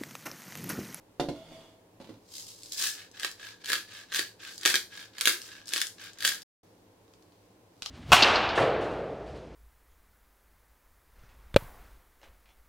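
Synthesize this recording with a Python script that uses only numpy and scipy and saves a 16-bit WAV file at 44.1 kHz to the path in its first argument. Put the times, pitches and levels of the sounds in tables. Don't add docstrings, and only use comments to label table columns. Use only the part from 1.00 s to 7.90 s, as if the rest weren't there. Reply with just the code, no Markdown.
import sys
import numpy as np
from scipy import signal
from scipy.fft import rfft, irfft
from scipy.io import wavfile
from scipy.ndimage import uniform_filter1d

SR = 44100
rng = np.random.default_rng(int(sys.argv[2]) if len(sys.argv) > 2 else 0)


def store_wav(level_fs):
    pcm = np.round(np.clip(np.atleast_2d(level_fs), -1, 1) * 32767)
    wavfile.write(sys.argv[1], SR, pcm.T.astype(np.int16))


N = 304290
T = np.arange(N) / SR
CUTOFF_HZ = 16000


# frequency in Hz, spectral density in dB.
CRUNCH_COLOUR = [(100, -20), (350, -14.5), (750, -17.5), (1100, -8), (1700, -3), (2600, 0), (3600, 2),
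                 (5200, -2.5), (7500, -4.5), (11000, -7), (15500, -12)]
GLIDE_COLOUR = [(200, -18), (800, -9.5), (1400, 3), (2500, 7.5), (3700, 8), (5200, 4), (8000, -5),
                (15000, -39)]
# frequency in Hz, width in Hz, level in dB.
CRUNCH_PEAKS = [(361.1, 79, -7.5), (505, 60, -12.5), (1340, 230, -10), (1638, 98, 4), (1830, 130, -1.5),
                (2390, 150, -12), (3130, 67, -12.5), (3370, 130, -3), (4177, 410, -9), (4640, 240, -5.5)]
GLIDE_PEAKS = [(1670, 110, 5)]
def mill():
    body, effort_db = response(CRUNCH_COLOUR, CRUNCH_PEAKS), effort()
    bite = 1 / (1 + from_db(-1.4 * (effort_db + 34)))
    crushing = grains(effort_db, density=2200, spread_db=2.5, clump_db=8.5) * np.sqrt(bite)
    friction = grains(effort_db, density=12000, spread_db=0, clump_db=5) * np.sqrt(1 - bite)
    bites_s, _, _, tilts_db, *_ = np.transpose(TWISTS)
    crunch = brighten(through(crushing, body), np.interp(T, bites_s, tilts_db), corner_hz=8000)
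    glide = through(friction, response(GLIDE_COLOUR, GLIDE_PEAKS))
    brittle = body - low_pass(body, 800)
    grinding = from_db(-8) * crunch + from_db(-8.5) * glide
    return grinding + mill_mouth(friction) + chips(brittle) + cracking_corns(brittle)


# time of full bite and hold in seconds, level and brightness in dB,
# length of the glide before the bite in seconds, its level in dB.
TWISTS = [(1.822, 0.043, -28.5, 9.5, .03, -54), (2.233, 0.023, -35.5, 2, 0.093, -44),
          (2.701, 0.047, -27, 1.5, 0.095, -47.5), (3.16, 0.033, -28.5, 3.5, .04, -56),
          (3.678, 0.026, -24, -4, .07, -50), (4.276, 0.025, -24, 8, .14, -45.5),
          (4.728, 0.068, -35.5, 9, .05, -67), (5.255, 0.039, -23.5, 5, .075, -49.5)]
# start and hold in seconds, level in dB, mouth note in Hz, its gain in dB.
RETURNS = [(1.92, 0.13, -43, 1705, -15), (2.388, 0.14, -40.5, 1650, -15), (2.883, 0.15, -41, 1715, -19.5),
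           (3.401, 0.12, -39, 1620, -14), (3.913, 0.14, -39.5, 1655, -17),
           (4.412, 0.21, -45.5, 1640, -12.5), (4.984, 0.11, -40, 1635, -15)]
TWIST_DB_PER_S = (382.5, 269.5)
def effort():
    twists = [db + push_db(T - s, hold, *TWIST_DB_PER_S) for s, hold, db, *_ in TWISTS]
    take_ups = [(s - lead, lead, db) for s, *_, lead, db in TWISTS]
    glides = [db + glide_db(T - s, hold) for s, hold, db, *_ in list(RETURNS) + take_ups]
    broken = np.zeros(N)
    for s, db, _ in CORN_CRACKS:
        broken[int(s * SR)] += from_db(db - 15.5) ** 2
    decay = from_db(-520 / SR) ** 2
    crumbs = 10 * np.log10(signal.lfilter([1], [1, -decay], broken + 1e-18))
    return power_sum(twists + glides + [crumbs])


def glide_db(t, hold_s):
    slowness = 1 - np.sin(np.pi * np.clip(t / hold_s, 0, 1))
    return push_db(t, hold_s, rise_db_per_s=1200, fall_db_per_s=400) - 7 * slowness


# start in seconds, relative level in dB, brightness in dB.
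CORN_CRACKS = [(2.1972, -26, 5), (2.232, -19, -9), (2.2467, -15, -6), (2.6448, -31, 0), (2.658, -26.5, 4),
               (2.687, -28, -11), (2.7016, -16.5, -9), (2.731, -12, -13), (2.754, -18, -7),
               (3.12, -25.5, -7), (3.125, -23, -9), (3.138, -24, 8), (3.146, -15.5, 4), (3.159, -17, -1),
               (3.188, -20.5, -6), (3.1927, -12.5, -5.5), (3.6328, -26, -2), (3.6523, -10, -4.5),
               (3.6588, -5, -2), (3.676, -15, 9), (3.7413, -9.5, -4), (3.7552, -9, 2.5), (4.1831, -26, 0),
               (4.2015, -30.5, 8.5), (4.21, -13, 9), (4.216, -25, -1.5), (4.2554, -8, 9.5),
               (4.273, -4.5, -1), (4.518, -38, -12), (4.7229, -29, -11), (4.7356, -13, 10),
               (4.7612, -17.5, -19.5), (4.767, -19.5, 13), (4.778, -18, 3.5), (4.803, -22.5, 21.5),
               (4.8154, -12, 14), (5.206, -26.5, 19), (5.2244, -21.5, -1.5), (5.249, -9, -3.5),
               (5.2765, -12.5, 19.5)]
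# frequency in Hz, level in dB, T60 in seconds.
JOLT_MODES = [(355, -3.5, 0.053), (420, -5.5, 0.025), (505, -5.5, 0.035), (830, -6, 0.03)]
def cracking_corns(body):
    out = np.zeros((2, N))
    for s, db, bright_db in CORN_CRACKS:
        add(out, s, snap(body, db - 5.5, bright_db, length_s=0.001))
        jolt = ringing(JOLT_MODES, spread_db=1.5, detune=0.05, count=4000)
        jolt_db = 1.57 * db - 0.52 * bright_db - 24.5
        add(out, s, from_db(jolt_db) * low_pass(jolt, 820, order=2))
    return out


def chips(body, per_twist=4):
    out = np.zeros((2, N))
    for s, hold, db, *_ in TWISTS:
        for t in rng.uniform(-0.03, hold, per_twist):
            grip_db = push_db(t, hold, *TWIST_DB_PER_S)
            add(out, s + t, snap(body, db + 0.5 + grip_db, bright_db=3.5, length_s=0.001))
    return out


def mill_mouth(friction, width_hz=70):
    s, hold, _, hz, db = np.transpose(RETURNS)
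    note_hz, gain_db = np.interp(T, s + hold / 2, hz), np.interp(T, s + hold / 2, db)
    carrier = np.exp(2j * np.pi * np.cumsum(note_hz) / SR)
    ring = np.real(low_pass(friction / carrier, width_hz / 2) * carrier)
    return from_db(gain_db) * ring * 2 * np.sqrt(SR / (np.pi * width_hz))


# frequency in Hz, spectral density in dB.
JAR_COLOUR = [(300, -29), (1200, -15), (2000, -14), (3000, -5), (4200, 1), (5100, -0.5), (6200, -0.5),
              (7500, -8.5), (9500, -6.5), (15500, -14)]
# frequency in Hz, width in Hz, level in dB.
JAR_PEAKS = [(3300, 250, -15), (5050, 250, -2), (7300, 1100, -8)]
# time of full flow, rise and hold in seconds, relative level in dB.
CORN_SLIDES = [(1.35, 0.056, 0.059, -40.5), (1.481, 0.044, 0.022, -43.5), (1.63, 0.26, 0.083, -49.5),
               (1.72, 0.0074, .008, -33.5), (1.775, 0.0046, 0.097, -28.5), (3.503, 0.07, 0.048, -47.5),
               (4.433, .06, 0.036, -47.5), (4.671, 0.0058, 0.02, -44.5), (4.75, 0.027, 0.051, -41.5)]
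# start in seconds, relative level in dB.
CORN_DROPS = [(1.325, -45), (1.633, -33), (1.6587, -35.5), (1.952, -41), (2.114, -43.5), (2.314, -32.5),
              (3.5795, -28.5), (3.612, -31.5), (4.417, -30), (4.657, -40), (4.681, -30), (4.69, -28),
              (4.869, -25), (5.133, -40.5), (5.186, -34.5), (5.346, -29), (5.419, -35)]
def jar():
    wall = response(JAR_COLOUR, JAR_PEAKS)
    flow_db = power_sum([db + push_db(T - s, hold, rise_db_per_s=15 / rise, fall_db_per_s=233)
                         for s, rise, hold, db in CORN_SLIDES])
    out = from_db(-7) * through(grains(flow_db, density=14000, spread_db=0, clump_db=4.5), wall)
    for s, db in CORN_DROPS:
        add(out, s, snap(wall, db - 5.5, bright_db=3, length_s=0.00099))
    return out


# start in seconds, relative level in dB, cut-off in Hz, click in dB.
COUNTER_KNOCKS = [(0.1975, -22, 1280, -24.5), (0.204, -41, 790, -47), (0.248, -31, 400, -65),
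                  (0.286, -20.5, 377, -31), (0.514, -42, 400, -68), (1.002, -41.5, 800, -47.5)]
# frequency in Hz, level in dB, T60 in seconds.
COUNTER_MODES = [(65.4, -15, 0.15), (146, -12.5, 0.09), (267.4, -8.5, 0.13), (291.6, 1, 0.087),
                 (334, 1, 0.05), (367, -9.5, 0.08), (482, -7.5, 0.09), (517, -9, 0.06), (554, 2.5, 0.076),
                 (688, -6.5, 0.077), (855, -16.5, 0.07), (970, -22, 0.08)]
BUMP_MODES = [(112.5, -14, 0.35), (264, -8, 0.16), (310, 3.5, 0.11), (432, -0.5, 0.11)]
# frequency in Hz, spectral density in dB.
CLICK_COLOUR = [(60, 0.5), (250, 8.5), (900, 3), (1600, -5.5), (2700, -4), (4200, -4.5), (7000, -16.5),
                (15000, -24.5)]
# time in seconds, relative level in dB.
SCUFF_LEVELS = [(0.998, -65), (1.008, -52.5), (1.035, -59), (1.05, -54), (1.085, -62), (1.15, -62.5),
                (1.2, -88)]
def knocks():
    ring, click = ringing(COUNTER_MODES), response(CLICK_COLOUR)
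    scuff = grains(curve(SCUFF_LEVELS), density=7200, spread_db=5.5, clump_db=5.5)
    out = from_db(-2) * through(scuff, click)
    for s, db, soft_hz, click_db in COUNTER_KNOCKS:
        add(out, s, from_db(db - 8) * low_pass(ring, soft_hz, order=2))
        add(out, s, snap(click, click_db, bright_db=0, length_s=0.0047))
    bump_s = 1.092
    add(out, bump_s, from_db(-41) * low_pass(ringing(BUMP_MODES), 530, order=2))
    add(out, bump_s, snap(click, db=-46, bright_db=0, length_s=0.0038))
    return out


# time in seconds, relative scrape and ring levels in dB.
DRAG_LEVELS = [(0.25, -79, -70), (0.36, -55, -49), (0.42, -58, -49.5), (0.48, -57.5, -68),
               (0.525, -53, -50.5), (0.59, -56.5, -47), (0.62, -57, -59.5), (0.7, -63.5, -61),
               (0.99, -101, -77)]
# frequency in Hz, spectral density in dB.
SCRAPE_COLOUR = [(300, 5), (1100, 0.5), (1700, -8), (2700, -8), (4200, -8.5), (7000, -13.5), (15000, -25)]
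# frequency in Hz, width in Hz, level in dB.
SCRAPE_PEAKS = [(1295, 430, -11.5), (2150, 170, -7.5), (2960, 200, -7.5), (3404, 210, -2.5),
                (4700, 250, -12)]
def drag_scrape():
    contacts = grains(curve(DRAG_LEVELS), density=8100, spread_db=0.5, clump_db=0)
    return from_db(-3) * through(contacts, response(SCRAPE_COLOUR, SCRAPE_PEAKS))


def drag_ring():
    pitch_hz = 652 + 5.5 * wander(20)
    level_db = curve(DRAG_LEVELS, column=2) + 2.5 * wander(45.4)
    return np.sin(2 * np.pi * np.cumsum(pitch_hz) / SR) * from_db(level_db)


# frequency in Hz, spectral density in dB.
FILM_COLOUR = [(150, -17), (700, -19.5), (1100, -5.5), (1600, -13), (3200, -4), (4800, -2), (7000, -8.5),
               (10000, -14.5), (15000, -19)]
# time in seconds, relative level in dB.
RUSTLE_LEVELS = [(5.63, -70), (5.8, -74), (5.95, -78), (6.13, -74), (6.45, -72), (6.65, -83), (6.76, -71),
                 (6.9, -56)]
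# start in seconds, relative level in dB, brightness in dB.
CREASE_SNAPS = [(6.079, -56, -12), (6.1368, -48.5, -5), (6.224, -52, 12), (6.321, -55, -20),
                (6.767, -59, 3), (6.8214, -23.5, -17), (6.829, -39, 17), (6.855, -36, -6),
                (6.8602, -21, -11)]
def bag():
    film = response(FILM_COLOUR)
    contacts = grains(curve(RUSTLE_LEVELS), density=9000, spread_db=0.5, clump_db=5)
    out = from_db(-9.5) * brighten(through(contacts, film), 6.7)
    for s, db, bright_db in CREASE_SNAPS:
        add(out, s, snap(film, db - 5, bright_db, length_s=0.0012))
    return out


# frequency in Hz, spectral density in dB.
AIR_COLOUR = [(15, -26), (25, -12.5), (74, -15), (108, 0.5), (130, -21.5), (180, -4), (217, -12), (309, -4),
              (373, -9), (463, -6.5), (659, -14.5), (1040, -16.5), (1190, -23.5), (5280, -33),
              (16000, -37.5)]
def ventilation():
    noise = ports(rng.standard_normal((2, N)), split_hz=1200)
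    air = rms_one(through(noise, response(AIR_COLOUR, size=8192)))
    hum_hz = 111.4 + 2.7 * wander(2)
    hum = np.sqrt(2) * np.sin(2 * np.pi * np.cumsum(hum_hz) / SR)
    return from_db(-60.5) * air + from_db(-75.5) * hum


# frequency in Hz, T60 in seconds.
ROOM_T60 = [(150, 0.32), (600, 0.26), (2000, 0.21), (6000, 0.28), (15000, 0.27)]
# nominal delay in seconds, left gain, right gain.
EARLY_ECHOES = [(.0068, .22, 0.15), (.0085, -0.19, 0.25)]
def room_response(wet_db, count=22050):
    t, tail = np.arange(count) / SR, 0
    noise, hz = rfft(rng.standard_normal((2, count))), np.fft.rfftfreq(count, 1 / SR)
    edges_hz = 30 * 2.0 ** np.arange(11)
    for low, high in zip(edges_hz, edges_hz[1:]):
        mid, side = irfft(noise * ((hz >= low) & (hz < high)), count)
        centre = np.sqrt(low * high)
        alike = 1 / (1 + (centre / 2600) ** 2)
        band = np.sqrt((1 + alike) / 2) * mid + np.sqrt((1 - alike) / 2) * side * np.array([[1], [-1]])
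        tail = tail + band * from_db(-60 * t / at_hz(ROOM_T60, centre))
    impulse = from_db(wet_db) * rms_one(tail * np.clip(t / 0.0011, 0, 1)) / np.sqrt(count)
    for delay, left, right in EARLY_ECHOES:
        impulse[:, int(delay * rng.uniform(0.93, 1.07) * SR)] += [left, right]
    return impulse


def kitchen(x, wet_db, paths=4):
    out, place = x, 2.7 * T
    for k in range(paths):
        away = np.minimum(np.abs((place - k + paths / 2) % paths - paths / 2), 1)
        out = out + through(x * np.cos(np.pi / 2 * away), room_response(wet_db))
    return out


def grains(level_db, density, spread_db, clump_db):
    rate = density * from_db(0.38 * (level_db + 36.5))
    born = rng.random(N) < rate / SR
    clumps = from_db(clump_db * wander(69))
    sizes = born * clumps * from_db(spread_db * np.minimum(rng.exponential(1, N), 4))
    local_rms = np.sqrt(np.abs(uniform_filter1d(sizes ** 2, size=900)) + 1e-4)
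    return ports(sizes / local_rms * rng.choice([-1, 1], (2, N))) * from_db(level_db)


def snap(body, db, bright_db, length_s, count=1400):
    t = np.arange(count) / SR
    noise = ports(rng.standard_normal((2, count)), split_hz=6500)
    burst = noise * np.sqrt(t / length_s) * np.exp(-t / length_s)
    sound = low_pass(brighten(through(burst, body), 1.2 * bright_db), 11000)
    return from_db(db) * rms_one(sound) * np.sqrt(0.0015 * SR / count)


def ringing(modes, spread_db=0, detune=0, count=13000):
    t = np.arange(count) / SR
    return sum(from_db(db + spread_db * a - 60 * t / t60) * np.cos(2 * np.pi * hz * (1 + detune * b) * t)
               for (hz, db, t60), (a, b) in zip(modes, rng.standard_normal((len(modes), 2))))


def response(colour, resonances=(), size=2048):
    hz = np.fft.rfftfreq(size, 1 / SR)
    power = from_db(at_hz(colour, hz)) ** 2
    for centre, width, db in resonances:
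        power += 4 * from_db(db) ** 2 / (1 + ((hz - centre) / width) ** 2) ** 2
    power /= 1 + (hz / CUTOFF_HZ) ** 40
    cepstrum = irfft(np.log(power) / 2)
    cepstrum[1:size // 2] *= 2
    cepstrum[size // 2 + 1:] = 0
    impulse = irfft(np.exp(rfft(cepstrum)))
    return impulse / np.linalg.norm(impulse)


def ports(draws, split_hz=5000):
    side = draws[1] - low_pass(draws[1], split_hz)
    return draws[0] + 1.14 * side * np.array([[1], [-1]])


def push_db(t, hold_s, rise_db_per_s, fall_db_per_s):
    return np.maximum(rise_db_per_s * np.minimum(t, 0) - fall_db_per_s * np.maximum(t - hold_s, 0), -140)


def power_sum(levels_db):
    return 10 * np.log10(sum(from_db(db) ** 2 for db in levels_db) + 1e-14)


def wander(hz):
    return rms_one(low_pass(rng.standard_normal(N), hz, order=2))


def brighten(x, db, corner_hz=3200):
    low = low_pass(x, corner_hz)
    return low * from_db(-db / 2) + (x - low) * from_db(db / 2)


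def low_pass(x, hz, order=1):
    return signal.sosfilt(signal.butter(order, hz, fs=SR, output="sos"), x)


def through(x, impulse):
    return signal.fftconvolve(x, np.atleast_2d(impulse), axes=-1)[:, :x.shape[-1]]


def add(out, s, sound):
    i = int(round(s * SR))
    out[:, i:i + sound.shape[-1]] += sound[..., :N - i]


def curve(rows, column=1):
    rows = np.array(rows)
    return np.interp(T, rows[:, 0], rows[:, column], left=-140, right=-140)


def at_hz(points, hz):
    points = np.array(points)
    return np.interp(np.log(np.maximum(hz, 1)), np.log(points[:, 0]), points[:, 1])


def from_db(db):
    return 10 ** (np.asarray(db) / 20)


def rms_one(x):
    return x / np.sqrt(np.mean(x ** 2) + 1e-20)


def scene():
    pepper = brighten(mill() + jar(), np.array([[1.0], [-1.0]])) * from_db([[0.1], [-0.1]])
    near = pepper + bag()
    counter = (knocks() + drag_scrape()) * from_db([[-0.9], [0.9]])
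    return kitchen(near, wet_db=-3) + kitchen(counter, wet_db=0.5) + drag_ring() + ventilation()


def record(dry):
    gate = uniform_filter1d(((T < 5.432) | (T > 5.632)) * 1.0, size=128)
    return signal.sosfilt(signal.ellip(10, 0.1, 80, CUTOFF_HZ, fs=SR, output="sos"), dry * gate)


dry = scene()
out = record(dry)
store_wav(out)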